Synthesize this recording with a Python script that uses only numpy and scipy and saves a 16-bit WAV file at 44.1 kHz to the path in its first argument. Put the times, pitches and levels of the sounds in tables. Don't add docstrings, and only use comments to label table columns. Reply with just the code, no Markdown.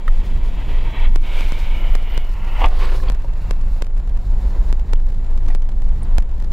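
import sys
import numpy as np
from scipy import signal
from scipy.fft import rfft, irfft, next_fast_len
from scipy.io import wavfile
from scipy.ndimage import uniform_filter1d, map_coordinates

SR = 44100
rng = np.random.default_rng(int(sys.argv[2]) if len(sys.argv) > 2 else 0)


def master_out(mix):
    frames = np.transpose(np.atleast_2d(mix))
    ceiling = np.clip(frames, -1, 1)
    pcm = np.round(ceiling * 32767).astype(np.int16)
    wavfile.write(sys.argv[1], SR, pcm)


def boost(x):
    u = np.asarray(x, float) / 20
    return 10 ** u


N = 287532

# t/s, roar level/dB
ROAD = [(0, -46.5), (.1, -45), (.55, -42), (.88, -42), (1.06, -36), (1.1, -47), (1.21, -47), (1.245, -38.5),
        (1.42, -37.5), (1.8, -40), (2.1, -39.5), (2.42, -39), (2.6, -33), (2.76, -33.5), (2.82, -28.5),
        (3.0, -39.5), (3.3, -43.5), (6.52, -43)]
# t/s, change/dB, half width/s
PATCHES = [(.3, 1.5, 0.0332), (.42, -1.5, 0.1212), (.66, -2, 0.0219), (.72, 2, 0.0581),
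           (1.37, 1.5, 0.03034), (1.78, -1.5, 0.03), (3.04, 2, .03), (2.27, -2.5, 0.0358),
           (2.93, 2.5, 0.01868), (3.088, 3.5, 0.01667), (5.52, 4, 0.02903), (2.15, 3, 0.0637),
           (2.96, 1.5, 0.01812), (2.735, 0, 0.00915), (3.46, 2, 0.0554), (2.53, -1.5, 0.04392),
           (5.05, -2, 0.0319), (5.64, -0.5, 0.0463), (3.76, -0.5, .06), (4.42, 0.5, 0.205),
           (5.33, -1, 0.0663), (5.8, -1, 0.1163), (6.08, 1, 0.1395)]
# f/Hz, density/dB
TYRE_BED = [(150, -38), (250, 2), (423, 1.5), (530, 2), (833, -2), (921, -0.5), (1260, -11.5), (5000, -22),
            (6500, -58.5), (11000, -120)]
# f/Hz, width/Hz, level/dB
PANELS_NEAR = [(960.6, 57.7, -5), (1537.6, 23, -23.5), (1900, 27.93, -8.5), (2333.7, 56.04, -10),
               (2572, 54.83, -9.5), (3304.2, 271, -11.5), (3992.3, 55.27, -10.5), (4600, 88, -15.5)]
PANELS_SWELL = [(916.33, 55.1, 5), (1262.4, 49.86, -8.5), (1547.6, 76.5, -15.5), (1900, 46.9, -2),
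                (2222.4, 111.9, -4), (2660.3, 57.94, -3), (3000, 163.5, -9.5), (3363.7, 125.5, -5.5),
                (3924.6, 45.45, -6.5)]
PANELS_FAR = [(936.4, 38.66, 1), (1455.9, 145.9, -8), (2260, 80, 1.5), (3000, 253.7, -4.5),
              (3792.2, 345.8, -9), (4698, 59, -23)]
PANELS_LATE = [(742.2, 68.2, -1), (1389.6, 29.9, -5.5), (2198.4, 91.8, -4), (2647, 36.4, -11),
               (2900, 85.54, -4)]
PANELS_LAST = [(913.4, 103.1, 2), (1397.6, 50.27, -3), (1972.2, 235.5, -5.5), (2626, 51.1, 0.5),
               (2900, 139.9, -2.5)]
BIKE_ABREAST = [(394.7, 9.2, -15.5), (746, 72.8, 6), (1228, 23.7, -10.5), (1620, 47, -40), (2197, 41, -11),
                (2601.5, 75, -12.5), (2800, 23.5, -20)]
BIKE_BEHIND = [(369.38, 14.33, 5.5), (520.52, 12.03, 2.5), (1061.3, 73.9, -4), (1510.7, 12.15, -15.5),
               (1682, 25.55, -20.5), (2289, 50.5, -16.5), (2286.5, 212.6, -19)]
PANELS_EASING = [(959.2, 137.9, -3.5), (2726.5, 60.7, -9.5)]
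PANELS_CALM = [(930, 12, -22), (1977.2, 29, -11.5)]
# end t/s, resonances, bed level/dB, chatter depth/dB, top f/Hz, damping factor
STAGES = [
    (0.841, PANELS_NEAR, 0, -0.8, 3501, 2.178),
    (1.152, PANELS_SWELL, -2.5, 0.5, 3698, 1.0416),
    (1.74, PANELS_FAR, -2, 0.5, 4188, 1.959),
    (2.25, PANELS_LATE, -2.5, 0.5, 3485, 2.775),
    (2.58, PANELS_LAST, -3.5, 1, 3175, 1.932),
    (2.699, BIKE_ABREAST, -8.5, -1.5, 3447, 1.1024),
    (3.051, BIKE_BEHIND, -5.5, 1.4, 4892, 1.626),
    (3.75, PANELS_EASING, -0.5, 1, 4760, 1.91),
    (7, PANELS_CALM, 3.5, 1, 4444, 1.786),
]
# buzz level/dB, hiss level/dB
BRIGHT = [(-45.5, -58), (-44.5, -57), (-43.5, -53), (-44.5, -54.5), (-50.5, -54), (-61, -49.5),
          (-54.5, -51), (-50.5, -57), (-54, -60.5)]
# f/Hz, density/dB
HISS = [(2000, -120), (3500, -3), (4400, -1.5), (5800, -7), (7700, -11), (10000, -13.5), (15700, -15),
        (16200, -120)]
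# t/s, change/dB, half width/s
GUSTS = [(.04, -1, 0.04113), (.27, 3, 0.1067), (.46, 4.5, 0.03037), (1.19, -2, 0.02527), (1.52, 5, 0.163),
         (2.33, 5.5, 0.0265), (2.8, 4, 0.0577), (2.95, 2.5, 0.0371), (3.74, 5, 0.054226), (4.45, 4, 0.2807),
         (5.53, 9, 0.028), (5.435, 2, .008), (5.12, 3, .04), (6.19, 5, .02), (6.04, 3, .015),
         (5.62, -2.5, 0.0401), (6.26, -3.5, 0.057545), (1.38, 4.5, 0.0718), (2.86, 0, 0.06804)]
# t/s, level/dB
BRAKE = [(0, -73), (.2, -80.5), (.8, -65.5), (1.2, -66), (1.35, -62), (2.1, -53.5), (2.4, -56),
         (3.0, -70.5), (3.75, -64), (3.95, -83.5), (6.52, -82.5)]
# f/Hz, density/dB
SQUEAL = [(10000, -120), (11500, -37), (13000, -6), (14400, 2.5), (15200, -10.5), (15800, -12.5),
          (16200, -120)]
# t/s, firing f/Hz, load level/dB
ENGINE = [(0, 35, -26.5), (1, 38.1, -36.5), (2.4, 40.8, -3.5), (3, 43.1, 0), (3.45, 43.83, 1),
          (3.75, 45, -10), (4.3, 48.89, 2.5), (4.7, 51.83, -1.5), (5.4, 54.27, 0), (6.05, 56.94, 1),
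          (6.52, 57.58, -1)]
# f/Hz, gain/dB
FLOOR_PATH = [(43.5, -38.5), (47, -21.5), (60, -25), (85, -34), (100, -36.5), (130, -44.5), (150, -49),
              (168, -44.5), (200, -43), (228, -56)]
# level/dB, share of load swing
ORDER_GAIN = [(0, 0.507), (0, 1.014), (0, 0.1403), (0, 0.714)]
# t/s, peak level/dB, first mode f/Hz, second mode f/Hz,
# t60/s
KNOCKS = [(.079, -17, 1275, 1870, 0.0286), (.08, -25, 538.8, 3133, 0.03645),
          (3.244, -26.5, 553.1, 941.7, 0.06106), (4.957, -34, 2900, 3285, 0.018162),
          (5.263, -52, 4928, 5203, 0.022192), (5.4821, -23, 1167, 6100, 0.01244),
          (5.502, -22, 730.7, 1900, 0.03506), (5.508, -36, 2405, 2231, 0.042),
          (5.621, -30.5, 3105, 5946, 0.01532), (5.691, -40, 1995, 3000, 0.011),
          (6.031, -31, 8930, 9408, 0.0133), (6.035, -41.5, 7917, 10380, 0.01245),
          (2.76, -42.5, 10300, 4708, 0.0301), (2.788, -48, 11200, 3295, 0.0302),
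          (2.808, -34.5, 3000, 4687, 0.0292), (2.853, -31, 4445, 8010, 0.02315),
          (2.89, -30, 2137, 1699, .025), (2.962, -43.5, 10290, 5396, 0.0449),
          (3.0, -33, 1707, 1099, 0.0407), (3.085, -30, 3280, 4514, 0.02694),
          (2.733, -40, 3527, 4506, 0.0207), (2.773, -30.5, 3293, 4600, 0.017),
          (2.977, -35, 997.5, 5043, 0.0254), (5.462, -42.5, 2202, 5800, .012)]
# t/s, rms level/dB, hold/s, fall/dB per 15 ms
BARKS = [
    (2.605, -28, 0.00541, 3),
    (2.61, -24.5, .016, 20.5),
    (2.635, -28, 0.00348, 5),
    (2.64, -21.5, 0.00914, 14),
    (2.659, -26, 0.0072, 25),
]
# f/Hz, width/Hz, level/dB
EXHAUST = [(409.9, 60, -17), (799.54, 200, -1), (1205.2, 110, -7), (1630.2, 150, -30.5), (2119.3, 300, -15),
           (2610.4, 300, -11.5), (3433, 600, -22)]
# f/Hz, width/Hz, level/dB
BOOM = [(9.0195, 5.983, -16.5), (20.734, 3.491, 2.5)]
# t/s, level/dB
BOOM_SWING = [(0, -24.5), (.09, -10.5), (.36, -13), (.72, -10.5), (.96, -20), (1.07, -8.5), (1.29, -19.5),
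              (1.36, -11), (1.7, -14), (2.43, -12), (2.5, -16.5), (2.65, -12.5), (2.98, -14), (3.7, -14.5),
              (4.2, -14.5), (5.87, -11), (5.96, -16), (6.3, -13)]
# t/s, f/Hz
BOOM_PITCH = [(0, 21.29), (.27, 22.21), (1.03, 20.3), (1.83, 22.19), (2.2, 20.22), (2.96, 20.88),
              (4.27, 23.51), (5.17, 23.43), (5.5, 20.97), (6.52, 21.6)]
# t/s, shudder level/dB, 12 dB rise/s, 12 dB fall/s (signs ignored)
POTHOLES = [(0, -14.5, .1, 0.0019), (.36, -19.5, 0.555, 1), (1.07, -12, -0.0144, 0.1504),
            (1.91, -16, 0.1596, 0.164), (2.49, -17.5, 1.2306, -1), (2.66, -14, 0.1132, -0.2765),
            (2.98, -12.5, 0.0852, -0.1527), (3.3, -20, 2.2043, -0.24), (3.72, -18.5, 0.3023, -0.2353),
            (3.98, -18.5, -1.5, 1), (4.4, -21, 2.5, 11.5), (5.96, -16.5, 0.2891, 0.7771),
            (6.16, -14.5, 0.3178, -0.23), (6.39, -16, -0.0613, -0.5454)]
# t/s, change/dB, half width/s
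RUMBLE_SWELLS = [(.33, 3, 0.077), (.7, 0.5, .2), (1.05, 3, .06), (1.25, 2.5, 0.0511), (1.97, 3, 0.039634),
                 (2.73, -6, 0.06015), (3.17, -7.5, 0.04044), (3.4, 0.5, 0.03547), (4.1, -3, 0.0565),
                 (4.8, -3, 0.1682), (5.17, 4.5, 0.049318), (5.47, 4, 0.03636), (6.04, 3.5, 0.0526),
                 (6.3, -2, 0.1204)]
# f/Hz, density/dB
SHUDDER = [(12, -120), (20, -53.5), (28, -0.5), (38, -2), (52, -10.5), (65, -21.5), (80, -41), (110, -52),
           (200, -120)]
# f/Hz, density/dB
RUMBLE = [(41, -21.5), (70, 0), (140, -15.5), (194, -14), (300, -24), (390, -24), (660, -120)]
# right t/s, right jump/amplitude, left t/s, left jump/amplitude
SNAPS = [(1.15865, .39, 1.16135, .29), (1.4087, .25, 1.4087, 0), (1.5216, 0, 1.5216, .33),
         (1.95235, .39, 1.95405, .36), (2.1767, .33, 2.17865, .28), (2.6592, .36, 2.66125, .28),
         (3.1016, .07, 3.09985, .39), (3.50945, .35, 3.5113, .33), (3.82205, .38, 3.82395, .3),
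         (4.7276, .31, 4.7276, 0), (4.9337, .42, 4.93585, .29), (5.5534, .05, 5.54985, .27),
         (6.1829, .46, 6.18415, .42), (6.519, .14, 6.5155, .04)]
# t/s, jump/amplitude, run/s
TICKS = [(2.029, 0.055, 0), (2.25, 0.04387, 0), (2.294, 0.03828, 0), (2.448, 0.04483, 0),
         (2.686, 0.07776, 0), (3.037, 0.04, 0), (3.121, 0.06337, 0), (3.221, 0.02565, 0),
         (3.336, 0.032172, 0), (3.535, 0.02569, 0), (3.614, 0.03014, 0), (3.684, 0.013, 0),
         (3.847, 0.0353, .022), (3.98, 0.0234, .022), (4.076, 0.02779, .022), (4.173, 0.03757, 0),
         (4.797, .04, 0), (5.001, 0.02927, 0), (5.103, 0.02431, .042), (5.312, 0.01843, .02),
         (5.377, 0.05, 0), (5.486, 0.05408, 0), (5.556, 0.03259, 0), (5.623, 0.03318, 0),
         (5.692, 0.03994, 0), (5.82, 0.05548, 0), (5.892, 0.02554, 0), (6.204, 0.04, .022),
         (6.294, 0.01463, .02), (6.403, 0.03393, .042), (1.014, 0.01658, 0), (1.933, .03, 0),
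         (2.077, 0.01236, 0), (2.105, 0.01822, .02), (2.339, 0.0325, 0), (3.149, 0.04242, 0),
         (3.968, 0.02263, 0), (5.069, 0.021912, .02), (5.177, 0.00949, 0), (5.211, 0.01525, 0),
         (5.245, .018, .02), (5.432, 0.01404, .02), (5.464, 0.02356, 0), (5.482, 0.0362, 0),
         (5.49, 0.03192, 0), (5.506, .035, 0), (5.719, 0.021, 0), (5.962, 0.0138, 0), (6.343, 0.0074, 0),
         (6.383, 0.01052, 0)]
# f/Hz, density/dB
SELF_NOISE = [(2000, -120), (4000, -1.5), (8000, 2), (15500, -3.5), (16200, -120)]


def unit(x):
    return x / np.sqrt(np.mean(x ** 2) + 1e-20)


def along(points, hz):
    f, db = np.transpose(points)
    return boost(np.interp(np.log(hz + 1), np.log(f + 1), db))


def curves(rows):
    s, *cols = np.transpose(rows)
    return [np.interp(np.arange(N) / SR, s, c) for c in cols]


def swells(rows):
    t = np.arange(0, N / SR + 1 / 500, 1 / 1000)
    total_db = sum(db * np.exp(-((t - s) / width_s) ** 2) for s, db, width_s in rows)
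    return np.interp(np.arange(N) / SR, t, total_db)


def wobble(rate_hz):
    at = np.arange(0, N, 16)
    knots = rng.standard_normal(int(N * rate_hz / SR) + 4)
    return unit(np.interp(np.arange(N), at, map_coordinates(knots, [at * rate_hz / SR])))


def filtered(x, response):
    n = x.shape[-1]
    m = next_fast_len(n + SR // 2)
    return irfft(rfft(x, m) * response(np.fft.rfftfreq(m, 1 / SR)), m)[..., :n]


def ringing(modes, f):
    return sum((-1) ** k * boost(db) * 1j * f * w / (c * c - f * f + 1j * f * w)
               for k, (c, w, db) in enumerate(modes))


def noise(response, side_db):
    mid, side = filtered(rng.standard_normal((2, N)), response)
    return unit(np.array([mid + boost(side_db) * side, mid - boost(side_db) * side]))


def roar_level_db():
    return curves(ROAD)[0] + swells(PATCHES)


def road_swing_db():
    return roar_level_db() + 42


def dashboard_whir():
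    whir = noise(np.ones_like, side_db=-25)
    whir = filtered(whir, lambda f: ringing([(7153.2, 580, 0)], f) ** 2)
    return boost(-67 + 0.8 * wobble(4.8)) * unit(whir)


def window_hiss():
    ends_s = [stage[0] for stage in STAGES]
    stage_at = np.searchsorted(ends_s, np.arange(N) / SR)
    stage_db = np.array([hiss_db for _, hiss_db in BRIGHT], float)[stage_at]
    level_db = uniform_filter1d(stage_db, size=4000) + 0.3067 * road_swing_db() + swells(GUSTS)
    grit = boost(1.6374 * wobble(45) + 0.918 * wobble(11))
    return boost(level_db) * unit(grit * noise(lambda f: along(HISS, f), side_db=-26.0))


def brake_squeal():
    flutter = boost(1.5 * wobble(30) + 4.5 * wobble(170))
    squeal = flutter * noise(lambda f: along(SQUEAL, f), side_db=-47.5)
    return boost(curves(BRAKE)[0] - 4.0) * unit(squeal)


def tyres_and_panels():
    t, start_s, out = np.arange(N) / SR, -1, np.zeros((2, N))
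    roar_db, swing_db = roar_level_db(), road_swing_db()
    white, chatter, lumps = noise(np.ones_like, side_db=-25), wobble(90), wobble(25)

    def low(f):
        return 1 / np.sqrt(1 + (f / 1650) ** 8)

    for stage, (buzz_db, _) in zip(STAGES, BRIGHT):
        end_s, modes, bed_db, chatter_db, top_hz, damping = stage
        fade_in = np.clip((t - start_s) / 0.0139, 0, 1)
        fade_out = np.clip(1 - (t - end_s) / 0.0697, 0, 1)
        on = np.sqrt(fade_in * fade_out)
        now = on > 0
        loose = [(hz, width_hz * damping, db) for hz, width_hz, db in modes]

        def colour(f):
            body = np.hypot(np.abs(ringing(loose, f)), boost(bed_db) * along(TYRE_BED, f))
            return body / (1 + (270 / (f + 1)) ** 6)

        def high(f):
            shelf = 0.4572 / (1 + (f / 5000) ** 6) + 0.4527 / (1 + (f / top_hz) ** 16)
            return np.sqrt(1 - low(f) ** 2) * shelf

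        drive = np.roll(white, round(end_s * 3001), 1)[:, now]
        drive = drive * boost(chatter_db * chatter + 0.7 * lumps)[now]
        roar = unit(filtered(drive, lambda f: colour(f) * low(f)))
        buzz = unit(filtered(drive, lambda f: colour(f) * high(f)))
        buzz_gain = boost(buzz_db + 1.7431 * swing_db[now])
        out[:, now] += on[now] * (boost(roar_db[now]) * roar + buzz_gain * buzz)
        start_s = end_s
    return out


def engine():
    firing_hz, load_db = curves(ENGINE)
    phase = 2 * np.pi * np.cumsum(firing_hz) / SR
    slip = .2 * wobble(9)
    out = np.zeros(N)
    for order, (db, load_share) in enumerate(ORDER_GAIN, 1):
        level_db = db + load_share * load_db + 1.4024 * wobble(8.7)
        tone = np.sin(order * phase + np.sqrt(order) * slip)
        out += along(FLOOR_PATH, order * firing_hz) * boost(level_db) * tone
    return np.sqrt(2) * out


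def knocks():
    out, t = np.zeros(N + SR), np.arange(SR // 8) / SR
    for s, db, low_hz, high_hz, t60_s in KNOCKS:
        ring = np.sin(2 * np.pi * low_hz * t)
        ring += 0.7726 * np.sqrt(low_hz / high_hz) * np.sin(2 * np.pi * high_hz * t)
        rough = 1 + 2.5 * uniform_filter1d(rng.standard_normal(len(t)), size=40)
        envelope = boost(-60 * t / t60_s) * (1 - np.exp(-t / 0.000553))
        crack = 0.091 * boost(-60 * t / 0.0025) * rng.standard_normal(len(t))
        out[round(s * SR):][:len(t)] += boost(db) * (ring * rough * envelope + crack)
    return out[:N]


def motorcycle():
    t = np.arange(N) / SR
    gate = np.zeros(N)
    for s, db, hold_s, fall_db in BARKS:
        onset = (t > s) * (1 + .9 * np.exp(-np.abs(t - s) / .004))
        gate += boost(db) * onset * boost(-fall_db * np.clip(t - s - hold_s, 0, 1) / 0.014845)

    def colour(f):
        door = (1 + 1.2j * f / 3600 - (f / 3600) ** 2) ** 2
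        return (ringing(EXHAUST, f) + boost(-14) * along(TYRE_BED, f)) / door

    blast = unit(boost(2.2 * wobble(250)) * rng.standard_normal(N))
    colour_rms = np.sqrt(np.mean(np.abs(colour(np.linspace(1, SR / 2, 4000))) ** 2))
    return filtered(gate * blast, colour) / colour_rms


def floor():
    t, smooth_db = np.arange(N) / SR, -27.5
    jolts = np.zeros(N)
    for s, db, rise_s, fall_s in POTHOLES:
        away = np.maximum((s - t) / abs(rise_s), (t - s) / abs(fall_s))
        jolts += boost(db - 11.345 * away) ** 2
    shudder_db = 10 * np.log10(jolts + boost(smooth_db) ** 2)
    rumble_db = -33.8 + 0.27274 * (shudder_db - smooth_db) + swells(RUMBLE_SWELLS)
    bumps = wobble(9)
    shudder = boost(1.2 * bumps) * noise(lambda f: along(SHUDDER, f), side_db=-25.5)
    rumble = boost(bumps + 0.9785 * wobble(20)) * noise(lambda f: along(RUMBLE, f), side_db=-28)
    return boost(shudder_db) * unit(shudder) + boost(rumble_db) * unit(rumble)


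def boom_tone():
    cycles = np.cumsum(curves(BOOM_PITCH)[0] * (1 + .03 * wobble(3))) / SR
    at = np.round(np.transpose(SNAPS)[0, :-1] * SR).astype(int)
    past_crest = cycles[at] - 1 / 4
    off_crest = past_crest - np.round(2 * past_crest) / 2
    return np.sqrt(2) * np.sin(2 * np.pi * (cycles - np.interp(np.arange(N), at, off_crest)))


def cabin_boom():
    surges = [(s, 4.5 * (right + left), 0.05001) for s, right, _, left in SNAPS]
    boom_db = curves(BOOM_SWING)[0] + swells(surges)
    rough = noise(lambda f: ringing(BOOM, f) / (1 + (f / 32) ** 6), side_db=-26.5)
    return boost(boom_db) * unit(boom_tone() + 0.5731 * rough)


def scene():
    outside = dashboard_whir() + window_hiss() + brake_squeal() + tyres_and_panels()
    mix = outside + engine() + knocks() + motorcycle() + floor() + cabin_boom()
    return mix * boost([[-.1], [.1]])


def overload_steps(pressure):
    crest_gap_s, spread_s = .021, .005
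    full, small = np.zeros((2, N)), np.zeros((2, N))
    right_s, right, left_s, left = np.transpose(SNAPS)
    left_at, right_at = np.round(left_s * SR).astype(int), np.round(right_s * SR).astype(int)
    full[0, left_at], full[1, right_at] = left, right
    crest = np.sign(pressure)
    crest[0, left_at] = crest[1, right_at]
    luck = rng.random((len(TICKS), 3, 2, 2, 2))
    for (s, jump, run_s), draws in zip(TICKS, luck):
        for k in range(1 + round(run_s / crest_gap_s)):
            at_s = s + k * crest_gap_s + spread_s * (draws[k, ..., 0] - .5)
            at = np.round(at_s * SR).astype(int)
            small[[[0], [1]], at] = jump * (.5 + draws[k, ..., 1])
    return -(full + small) * crest, full, small


def overload(pressure, cross_hz, held_s, sag_s, share, settle_hz, duck_db, grip_s, recover_s, boom_hz):
    steps, full, small = overload_steps(pressure)
    w0 = 2 * np.pi * cross_hz

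    def snap_response(f):
        p = 2j * np.pi * f
        split = (p * p - np.sqrt(2) * w0 * p + w0 * w0) / (p * p + np.sqrt(2) * w0 * p + w0 * w0)
        release = share * sag_s / (1 + p * sag_s) - (1 - share) * held_s / (1 - p * held_s)
        band = f ** 2 / (f ** 2 + settle_hz ** 2) / (1 + (f / 13500) ** 4)
        return SR * 1.25 * release * split * band

    def strain_response(f):
        p = 2j * np.pi * f
        return SR * recover_s / (1 + p * recover_s) / (1 + p * grip_s)

    snap = filtered(steps, snap_response)
    strain = filtered(full.sum(0) + 0.7349 * small.sum(0), strain_response)
    near = uniform_filter1d(uniform_filter1d(np.abs(steps) ** .3, size=500), size=500) * 500
    fizz = signal.lfilter([.15, .15], [1, -.7], rng.standard_normal((2, N)))
    boom = filtered(pressure, lambda f: 1 / (1 + (f / boom_hz) ** 8))
    ducked = (pressure - boom) * boost(duck_db * strain)
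    return boom + ducked + snap + boost(-44.0) * np.abs(near) * fizz


def band_limit(x):
    return signal.sosfilt(signal.butter(12, 16190, fs=SR, output="sos"), x)


def record(dry):
    x = overload(dry, cross_hz=232.59, held_s=0.0081, sag_s=0.0062, share=0.35, settle_hz=132,
                 duck_db=-7.5, grip_s=0.015, recover_s=0.20998, boom_hz=24.912)
    x = x + boost(-82.5) * noise(lambda f: along(SELF_NOISE, f), side_db=-5)
    x = x / (1 + np.abs(x / 0.81776) ** 5) ** (1 / 5)
    return band_limit(x)


dry = scene()
out = record(dry)
master_out(out)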